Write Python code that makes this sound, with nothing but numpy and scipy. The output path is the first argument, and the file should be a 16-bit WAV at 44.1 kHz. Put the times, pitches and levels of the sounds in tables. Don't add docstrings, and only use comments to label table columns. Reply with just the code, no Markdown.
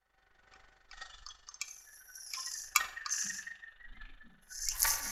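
import sys
import numpy as np
from scipy import signal
from scipy.fft import rfft, irfft
from scipy.io import wavfile

SR = 44100
rng = np.random.default_rng(int(sys.argv[2]) if len(sys.argv) > 2 else 0)


def generate_wav(signal):
    frames = np.transpose(np.atleast_2d(signal))
    scaled = np.clip(frames, -1, 1) * 32767
    pcm = np.round(scaled).astype(np.int16)
    wavfile.write(sys.argv[1], SR, pcm)


N = 225331
T = np.arange(N) / SR
CRANK_HZ, CRANK_LAG_S = 24.04, .021
TOP_HZ = 15900

# start_s, crack_db, low_panel_db, high_panel_db, ribs_db, crack_t60_s, nearest_rib_hz
WALL_SNAPS = [(0.5359, -48, -56.5, -56, -58, 0.011, 5400), (1.468, -70, -74, -80, -49, 0.022, 4400),
              (.912, -42, -54, -49, -43, 0.0064, 4700), (1.2635, -33, -45, -86, -33.5, 0.0044, 4500),
              (1.2865, -39, -50, -80, -38, 0.0067, 6300), (1.487, -36.5, -47.5, -89, -36.5, 0.008, 5940),
              (1.5416, -40.5, -57, -79, -38, 0.012, 6200), (1.6133, -30, -47, -32.5, -31, 0.042, 5900),
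              (1.68, -44.5, -62, -52, -49, 0.046, 6200), (2.3354, -27, -56, -38, -33.5, 0.013, 5000),
              (2.7591, -19, -21, -20, -34.5, 0.055, 7300), (3.06, -36.5, -31.5, -44.5, -25, 0.026, 4220),
              (4.6858, -20, -65, -48, -25, 0.012, 5670)]
# pitch_hz, t60_s, level_db
LOW_PANEL_MODES = [(650, 0.032, -35), (839, .04, -32.5), (1040, 0.044, -6.5), (1211, .06, 1.5),
                   (1312, .045, -10.5), (1452, 0.16, -13.5), (1660, 0.18, -26)]
HIGH_PANEL_MODES = [(2290, 0.041, 0), (2382, 0.045, -0.5), (2284, 0.079, -13), (2580, 0.076, -6),
                    (2720, 0.075, -16.5), (3274, 0.13, -15), (3890, 0.094, -14)]
RIB_MODES = [(4190, 0.023, -8), (4530, .04, -5.5), (4840, 0.022, 1), (5315, 0.036, 2.5), (6050, 0.023, 0.5),
             (6460, 0.08, -3.5), (8170, .03, -12.5)]
# freq_hz, level_db
CRACK_SPECTRUM = [(400, -15.5), (900, -12.5), (3300, -7.5), (4400, 10), (6000, 11), (7500, 15),
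                  (8700, -11.5), (15000, -69.5)]
# peak_s, level_db, rise_s, fall_s
SLIP_SWELLS = [(.54, -69, .15, 0.54), (.93, -59, .02, 1), (1.02, -49.5, .08, 0.2), (1.14, -56.5, .05, 0.16),
               (1.31, -59, .03, 0.091), (1.48, -64, .02, 0.26), (1.64, -62.5, .03, 0.17),
               (2.345, -53.5, .04, 0.32), (2.8, -45.5, .03, 0.2), (3.22, -57.5, .3, 0.96),
               (3.98, -62.5, .25, 0.73), (4.02, -53.5, 0.016, 0.086), (4.72, -57, .06, 0.73)]
# peak_s, level_db
CREAK_SWELLS = [(.93, -53.5), (1.01, -47), (2.81, -39)]
# pitch_hz, width_hz, level_db
CREAK_MODES = [(783, 26, -3.5), (1316, 14, 2), (1486, 120, -3.5), (1790, 33, -7.5), (1863, 30, 1),
               (3580, 240, -3)]
# peak_s, level_db, rise_s, fall_s, pitch_hz
RUB_SWELLS = [(2.34, -54, .04, 0.065, 2460), (2.42, -63.5, 0.076, 0.17, 2870),
              (3.25, -56, 0.63, 0.44, 2690), (4.07, -62, 0.1, .12, 2400),
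              (4.721, -50.5, 0.053, 0.082, 2800), (4.9, -51, 0.088, 0.16, 2750)]

# time_s, level_db, mist_relative_db
LEAK_BOUTS = [
    [(1.65, -63, -9), (1.694, -52, -9.5), (1.884, -64, -2), (1.948, -57.5, -2.5), (2.042, -69.5, 6),
     (2.146, -55, -8.5), (2.152, -47.5, -14), (2.24, -52.5, -5), (2.344, -43.5, -16.5), (2.59, -42, -9),
     (2.745, -63, -7)],
    [(3.085, -61, -13), (3.093, -46, -29), (3.117, -32.5, -21.5), (3.171, -39.5, -14), (3.225, -34, -17.5),
     (3.235, -42, -12.5), (3.289, -38.5, -18.5), (3.327, -46, -11), (3.375, -41.5, -15.5), (3.427, -58, -8),
     (3.6, -93, -14)],
    [(4.44, -75, 8.5), (4.452, -85, 8), (4.526, -47, -8.5), (4.698, -39, -12.5), (4.766, -55.5, -8),
     (4.832, -33, -4), (4.85, -40, -17), (4.91, -32, -9), (5.0, -48, -9), (5.052, -40, -4),
     (5.11, -42.5, -10)],
]
# time_s, pitch_hz, relative_to_jet_db
WHISTLE_CURVE = [(1.65, 6220, -5), (2.18, 5620, 8.5), (2.5, 5210, 2.5), (2.6, 5070, -14.5),
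                 (3.1, 5990, 1.5), (3.22, 6010, -22.5), (4.52, 5300, -9), (5.11, 6400, -30)]
# freq_hz, level_db
JET_SPECTRUM = [(1000, -32), (2500, -30.5), (3500, -46.5), (4400, -9), (5300, 2), (6100, 5.5), (7200, 2),
                (8400, -17), (10000, -19), (16000, -49)]
MIST_SPECTRUM = [(6000, -34), (8700, -37), (9700, 3), (11000, 7.5), (12500, -3.5), (13800, -9),
                 (15000, -48.5), (16000, -41.5)]
SPRAY_SPECTRUM = [(2000, -37.5), (4500, -8.5), (8500, -4.5), (10500, 0), (12700, 2.5), (15000, -7),
                  (16000, -26)]
# start_s, jet_db, mist_relative_db
CAP_SPITS = [(2.155, -46.5, 9), (2.462, -27.5, -15), (2.5163, -29, -22), (3.0948, -30.5, -33),
             (3.122, -33, -32), (3.137, -27, -31), (3.2138, -27, -27.5), (4.803, -23.5, 4.5),
             (4.82, -14, -8.5), (4.83, -13, 3), (4.8426, -20, -12), (4.904, -21, -6)]
# time_s, level_db
SPRAY_CURVE = [(4.75, -52), (4.8, -36), (4.835, -34.5), (4.9, -35.5), (4.96, -45), (5.02, -49.5),
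               (5.11, -48.5)]
SPLASH_CURVE = [(4.698, -83), (4.718, -57.5), (4.823, -46), (4.853, -30), (4.871, -38), (4.94, -34),
                (4.95, -41), (5.092, -42.5), (5.11, -44)]
# freq_hz, level_db
PUDDLE_SPECTRUM = [(150, -10), (330, -35), (450, -33), (800, 4), (1300, -9), (1900, 23.5), (2400, -10),
                   (3300, -1), (4500, 11), (8000, -23)]
# pitch_hz, width_hz, level_db
POCKET_MODES = [(603, 32, -5.5), (908, 37, 6.5), (1155, 24, 5), (1487, 88, 9.5), (1689, 37, 8),
                (2170, 15, 4.5)]
# peak_s, level_db, pitch_hz, length_s
DRINK_GLUGS = [(3.262, -49, 204.7, 0.029), (3.35, -61, 184, 0.12), (3.95, -66, 229.6, 0.13),
               (4.10, -65.5, 253.6, 0.047), (4.265, -56.5, 230.4, 0.04), (4.32, -61, 190.6, 0.081),
               (4.87, -57, 119.6, 0.072), (5.04, -56, 274.2, 0.054), (5.085, -55, 191, 0.071)]

# peak_s, level_db, pitch_hz
SQUEAKS = [(1.14, -49, 3440), (1.31, -46.5, 3350), (1.886, -51, 1716), (2.018, -54, 1520),
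           (2.10, -49.5, 1510), (2.183, -52.5, 1530), (2.345, -53, 2144), (2.382, -39.5, 1044),
           (2.478, -44, 1925), (2.553, -47.5, 1790), (2.809, -34, 1850), (2.976, -35, 1854),
           (3.019, -44.5, 1800), (3.139, -43.5, 1814), (3.181, -45.5, 1800), (3.304, -33.5, 1839),
           (3.392, -37, 1758), (3.476, -36.5, 1870), (3.517, -37.5, 1815), (3.639, -42, 1844),
           (3.68, -43, 1807), (3.813, -50, 1896), (3.85, -46.5, 1890), (3.965, -55.5, 2057),
           (4.015, -45, 1740), (4.219, -50, 1753), (4.519, -47, 1504), (4.68, -47.5, 2164),
           (4.755, -48.5, 1028)]
# peak_s, level_db
HUM_SWELLS = [(.58, -68), (1.0, -65.5), (1.21, -59.5), (2.8, -60), (3.3, -67.5), (3.95, -65.5),
              (4.85, -48.5), (5.08, -57)]
# freq_hz, level_db
RASP_SPECTRUM = [(500, -20), (900, -1.5), (1300, -1), (1850, 2), (2200, -6.5), (3400, -7.5), (4200, 1),
                 (5600, -3.5), (7200, -2.5), (8800, -23.5), (14000, -35)]
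DRONE_SPECTRUM = [(53, -44.5), (90, 1.5), (312, -8.5), (403, 3.5), (453, -10.5), (490, 0), (997, 0),
                  (1480, 4), (1630, -4.5), (1840, 3.5), (2330, -9), (5990, -17.5), (10000, -52),
                  (13000, -84.5), (22000, -120)]
# pitch_hz, width_hz, level_db
RASP_RESONANCES = [(1346, 13, -8.5), (1773, 18, 2), (2434, 85, -12), (2900, 29, -5.5), (3120, 38, -4),
                   (3511, 130, -1), (4400, 100, -7), (4550, 31, -15), (5440, 250, -8.5)]
DRONE_RESONANCES = [(435, 10, -19.5), (767.6, 10, -2.5), (1282, 49, -7.5), (1472, 35, 3), (1810, 85, -1.5)]
# peak_s, level_db, rise_s, fall_s
BAY_SWELLS = [(.55, -63.5, 0.38, 0.58), (2.85, -59.5, .2, 0.21)]
BELT_SWELLS = [(1.9, -66, 0.026, 0.94), (2.4, -71.5, 0.45, 1.7), (3.18, -47, 0.61, 0.5),
               (3.85, -62.5, 0.11, 0.54), (4.6, -57.5, 0.2, 2.6)]
# freq_hz, level_db
WIND_SPECTRUM = [(5, 7.5), (15, 2.5), (30, 4), (60, -24), (120, -26), (400, -52), (2000, -73)]
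# peak_s, level_db
GUST_SWELLS = [(.62, -65.5), (.97, -54), (1.19, -55.5), (2.64, -60.5), (2.82, -59), (3.9, -47.5),
               (4.02, -45.5), (4.2, -60), (4.67, -43), (4.85, -41)]


def snaps(lead_in_s=.01, lead_in_db=-15, full_snap_db=-19, size=8192):
    out = np.zeros(N)
    build, slow_build = (1 - np.exp(-2 * (T[:size] / rise_s) ** 2) for rise_s in (.0013, .0062))
    for start_s, crack_db, low_db, high_db, ribs_db, t60_s, rib_hz in WALL_SNAPS:
        ribs = [(hz, decay_s, db - 35 * abs(np.log2(hz / rib_hz))) for hz, decay_s, db in RIB_MODES]
        for onset_s, attack in [(start_s - lead_in_s, undb(lead_in_db) * slow_build), (start_s, build)]:
            burst = undb(crack_db) * rng.standard_normal(size) * fade(t60_s, size) * attack
            rings = undb(low_db) * ring(LOW_PANEL_MODES, size)
            rings += undb(high_db) * ring(HIGH_PANEL_MODES, size)
            rings += undb(ribs_db) * ring(ribs, size)
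            add(out, onset_s, lowpass(colour(burst, CRACK_SPECTRUM) + rings * attack, 8000, order=6))
        force_db = crack_db - full_snap_db
        reach_hz = np.clip(TOP_HZ + 240 * force_db, 8000, TOP_HZ)
        treble = colour(burst * fade(0.023, size), SPRAY_SPECTRUM)
        add(out, start_s, undb(3 + 0.89 * force_db) * lowpass(treble, reach_hz, order=8))
    return out


def ring(modes, size):
    out = np.zeros(size)
    for i, (hz, t60_s, db) in enumerate(modes):
        hz *= 1 + 0.019 * rng.standard_normal()
        out += (-1) ** i * undb(db) * fade(t60_s, size) * np.sin(2 * np.pi * hz * T[:size])
    return out


def scrapes():
    grit = droplets(rate_hz=3000, spread_db=3) + undb(0.5) * rng.standard_normal(N)
    grit = grit * throb(depth_db=8.5, lag_s=-0.0011) * undb(0.99 * walk(24.37))
    creak = lowpass(bank(grit, CREAK_MODES), 4000, order=4)
    creak *= swells(CREAK_SWELLS, rise_s=0.034, fall_s=0.075)
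    return underbody(grit) * swells(SLIP_SWELLS) + creak


def rubbing(width_hz=560):
    slips = droplets(rate_hz=1500, spread_db=5) * throb(depth_db=4, lag_s=.001)
    out = np.zeros(N)
    for *shape, hz in RUB_SWELLS:
        squelch = resonate(resonate(slips, hz, width_hz), hz, width_hz)
        out += unit(squelch) * swell(*shape)
    return out


def leak():
    whistle_hz, whistle_db = curves(WHISTLE_CURVE)
    sputter = droplets(rate_hz=2000, spread_db=3.5) + undb(-8.5) * rng.standard_normal(N)
    sputter = unit(sputter * undb(2.07 * walk(110)))
    whistle = glide(sputter, whistle_hz * (1 + 0.024 * walk(40)), width_hz=750)
    octave = glide(sputter, 2 * whistle_hz * (1 + 0.045 * walk(25)), width_hz=1100)
    jet = blend(colour(sputter, JET_SPECTRUM), whistle, whistle_db)
    mist = unit(colour(sputter, MIST_SPECTRUM) + undb(whistle_db - 7) * octave)
    out = np.zeros(N)
    for bout in LEAK_BOUTS:
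        level_db, mist_db = curves(bout)
        out += during(bout) * undb(level_db) * (jet + undb(mist_db) * mist)
    return scatter(out, share_db=-1, t60_s=0.025)


def spits(length_s=0.00096, size=1024):
    out = np.zeros(N)
    for start_s, jet_db, mist_db in CAP_SPITS:
        burst = rng.standard_normal(size) * np.exp(-(T[:size] / length_s) ** 4)
        jet, mist = colour(burst, JET_SPECTRUM), colour(burst, MIST_SPECTRUM)
        spit = jet / abs(jet).max() + undb(mist_db) * mist / abs(mist).max()
        add(out, start_s, undb(jet_db) * spit)
    return out


def spray():
    cloud = colour(droplets(rate_hz=3900, spread_db=6), SPRAY_SPECTRUM)
    return cloud * undb(curves(SPRAY_CURVE)[0]) * during(SPRAY_CURVE)


def splash():
    drops = unit(droplets(rate_hz=1200, spread_db=0) * undb(3 * walk(60)))
    patter = undb(-9.5) * colour(drops, PUDDLE_SPECTRUM)
    pocket = undb(-5) * bank(drops, POCKET_MODES)
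    gurgle = undb(-14.5) * bubbles()
    return (patter + pocket + gurgle) * undb(curves(SPLASH_CURVE)[0]) * during(SPLASH_CURVE)


def bubbles(count=60, t60_s=0.13, size=2048):
    out = np.zeros(N)
    start_s, end_s = SPLASH_CURVE[0][0], SPLASH_CURVE[-1][0]
    for when, pitch, strength in rng.random((count, 3)):
        hz = 620 * 3.4 ** pitch * (1 + 1.7 * T[:size])
        bubble = undb(9.6 * strength) * fade(t60_s, size) * tone(hz)
        add(out, start_s + when * (end_s - start_s), bubble)
    return out / np.std(out[T > start_s])


def glugs():
    return blips(DRINK_GLUGS, waver=0.2, rough_db=-0.5)


def fizz(level_db=-95):
    pops = droplets(rate_hz=300, spread_db=4)
    spilt = T > LEAK_BOUTS[0][0][0]
    return (colour(pops, MIST_SPECTRUM) + colour(pops, JET_SPECTRUM)) * undb(level_db) * spilt


def squeaks(loud_db=-35.5, loud_length_s=0.016, drag_per_db=0.027):
    rows = [(peak_s, db, hz, loud_length_s * np.exp(drag_per_db * (loud_db - db)))
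            for peak_s, db, hz in SQUEAKS]
    return blips(rows, waver=0.02, rough_db=2)


def engine(hum_db=-76.5, rasp_db=-81.5, drone_db=-74.5):
    turn = crank(0)
    hum = np.sin(2 * turn) + undb(-7.5 + 3 * walk(5)) * np.sin(3 * turn) + undb(-19) * np.sin(5 * turn)
    hum *= np.hypot(undb(hum_db), swells(HUM_SWELLS, rise_s=0.26, fall_s=0.35))
    friction = rng.standard_normal(N) * throb(depth_db=7, lag_s=-.001) * undb(2 * walk(20))
    rasp = underbody(friction) * undb(rasp_db)
    air = unit(rng.standard_normal(N) * throb(depth_db=4.5, lag_s=-0.00055))
    drone = lowpass(colour(air, DRONE_SPECTRUM) + undb(-2) * bank(air, DRONE_RESONANCES), 4000, order=2)
    drone *= np.hypot(undb(drone_db), swells(BAY_SWELLS))
    squeal = resonate(resonate(rng.standard_normal(N), 1770, 190), 1645, 200)
    squeal = unit(squeal * throb(depth_db=3, lag_s=0.00065)) * swells(BELT_SWELLS)
    return hum + rasp + drone + squeal


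def crank(lag_s):
    return 2 * np.pi * CRANK_HZ * (T - CRANK_LAG_S - lag_s)


def throb(depth_db, lag_s):
    turn = crank(lag_s)
    return undb(depth_db * (np.cos(turn) + 0.3 * np.cos(2 * turn + .6)))


def wind(breeze_db=-76):
    strength = np.hypot(undb(breeze_db), swells(GUST_SWELLS, rise_s=0.14, fall_s=0.32))
    return colour(rng.standard_normal(N), WIND_SPECTRUM, size=16384) * strength


def underbody(friction):
    rasp = scatter(colour(friction, RASP_SPECTRUM), share_db=15.5, t60_s=0.069)
    rasp = unit(rasp + undb(8.5) * bank(friction, RASP_RESONANCES))
    shade = np.interp(T, [3.45, 3.68], [0, .92])
    return (1 - shade) * lowpass(rasp, 8070, order=8) + shade * lowpass(rasp, 4130, order=14)


def scatter(x, share_db, t60_s, size=2048):
    echoes = rng.standard_normal(size) * fade(t60_s, size) * (T[:size] > .001)
    return blend(x, convolve(x, echoes), share_db)


def driveway(x, t60_s=0.47, wet_db=-13, size=32768):
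    tail = rng.standard_normal(size) * fade(t60_s, size) * (1 - np.exp(-T[:size] / 0.013))
    tail = colour(tail, [(200, 7), (600, 6), (1500, 1), (4000, -4), (8000, -7), (15000, -4)])
    return x + undb(wet_db) * convolve(x, tail)


def droplets(rate_hz, spread_db):
    sizes = undb(spread_db * np.minimum(rng.exponential(size=N), 4))
    return unit((rng.random(N) < rate_hz / SR) * sizes * rng.choice([-1, 1], N))


def blips(table, waver, rough_db):
    out = np.zeros(N)
    drift = waver * walk(700)
    grain = unit(undb(rough_db * walk(450)))
    for peak_s, db, hz, length_s in table:
        near = abs(T - peak_s) < 2 * length_s
        envelope = np.exp(-3 * ((T[near] - peak_s) / length_s) ** 2) * grain[near]
        out[near] += undb(db) * envelope * tone(hz * (1 + drift[near]))
    return out


def tone(hz):
    return np.sin(2 * np.pi * np.cumsum(hz) / SR)


def swell(peak_s, db, rise_s, fall_s):
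    return undb(db - 20 * np.maximum((peak_s - T) / rise_s, (T - peak_s) / fall_s))


def swells(table, **shape):
    return np.sqrt(sum(swell(*row, **shape) ** 2 for row in table))


def curves(table):
    time_s, *columns = np.transpose(table)
    return [np.interp(T, time_s, column) for column in columns]


def during(table):
    start_s, end_s = table[0][0], table[-1][0]
    return np.interp(T, [start_s - .03, start_s, end_s, end_s + 0.13], [0, 1, 1, 0])


def walk(rate_hz):
    knots = rng.standard_normal(int(N / SR * rate_hz) + 2)
    return np.interp(T * rate_hz, np.arange(len(knots)), knots)


def fade(t60_s, size):
    return np.exp(-np.log(1000) * T[:size] / t60_s)


def colour(x, spectrum, size=2048):
    hz, db = np.transpose(spectrum)
    bins_hz = np.maximum(np.fft.rfftfreq(size, 1 / SR), 1)
    gain = undb(np.interp(np.log(bins_hz), np.log(hz), db))
    cepstrum = irfft(np.log(gain))
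    cepstrum[1:size // 2] *= 2
    cepstrum[size // 2 + 1:] = 0
    return convolve(x, irfft(np.exp(rfft(cepstrum))))


def convolve(x, response):
    return signal.fftconvolve(x, response / np.linalg.norm(response))[:len(x)]


def resonate(x, hz, width_hz):
    return signal.lfilter(*signal.iirpeak(hz, hz / width_hz, fs=SR), x)


def bank(x, modes):
    return unit(sum(undb(db) * unit(resonate(x, hz, width_hz)) for hz, width_hz, db in modes))


def glide(x, hz, width_hz):
    spin = np.exp(2j * np.pi * np.cumsum(hz) / SR)
    return unit((spin * lowpass(x / spin, width_hz / 2, order=4)).real)


def lowpass(x, hz, order):
    return signal.sosfilt(signal.butter(order, hz, fs=SR, output="sos"), x)


def blend(x, other, share_db):
    return (x + undb(share_db) * other) / np.hypot(1, undb(share_db))


def add(out, start_s, sound):
    start = max(int(start_s * SR), 0)
    out[start:start + len(sound)] += sound[:max(N - start, 0)]


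def undb(db):
    return 10 ** (np.asarray(db) / 20)


def unit(x):
    return x / np.sqrt(np.mean(x ** 2))


def scene():
    bottle = snaps() + scrapes() + rubbing()
    chirps = squeaks()
    drink = leak() + spits() + spray() + splash() + fizz() + glugs()
    return (driveway(bottle + chirps + drink) + engine() + wind())[None]


def record(dry):
    fade_in = undb(np.interp(T, [0, 0.2], [-11, 0]))
    hiss = undb(-92.5) * rng.standard_normal(N)
    return signal.sosfilt(signal.ellip(8, .2, 70, TOP_HZ, fs=SR, output="sos"), dry * fade_in + hiss)


dry = scene()
out = record(dry)
generate_wav(out)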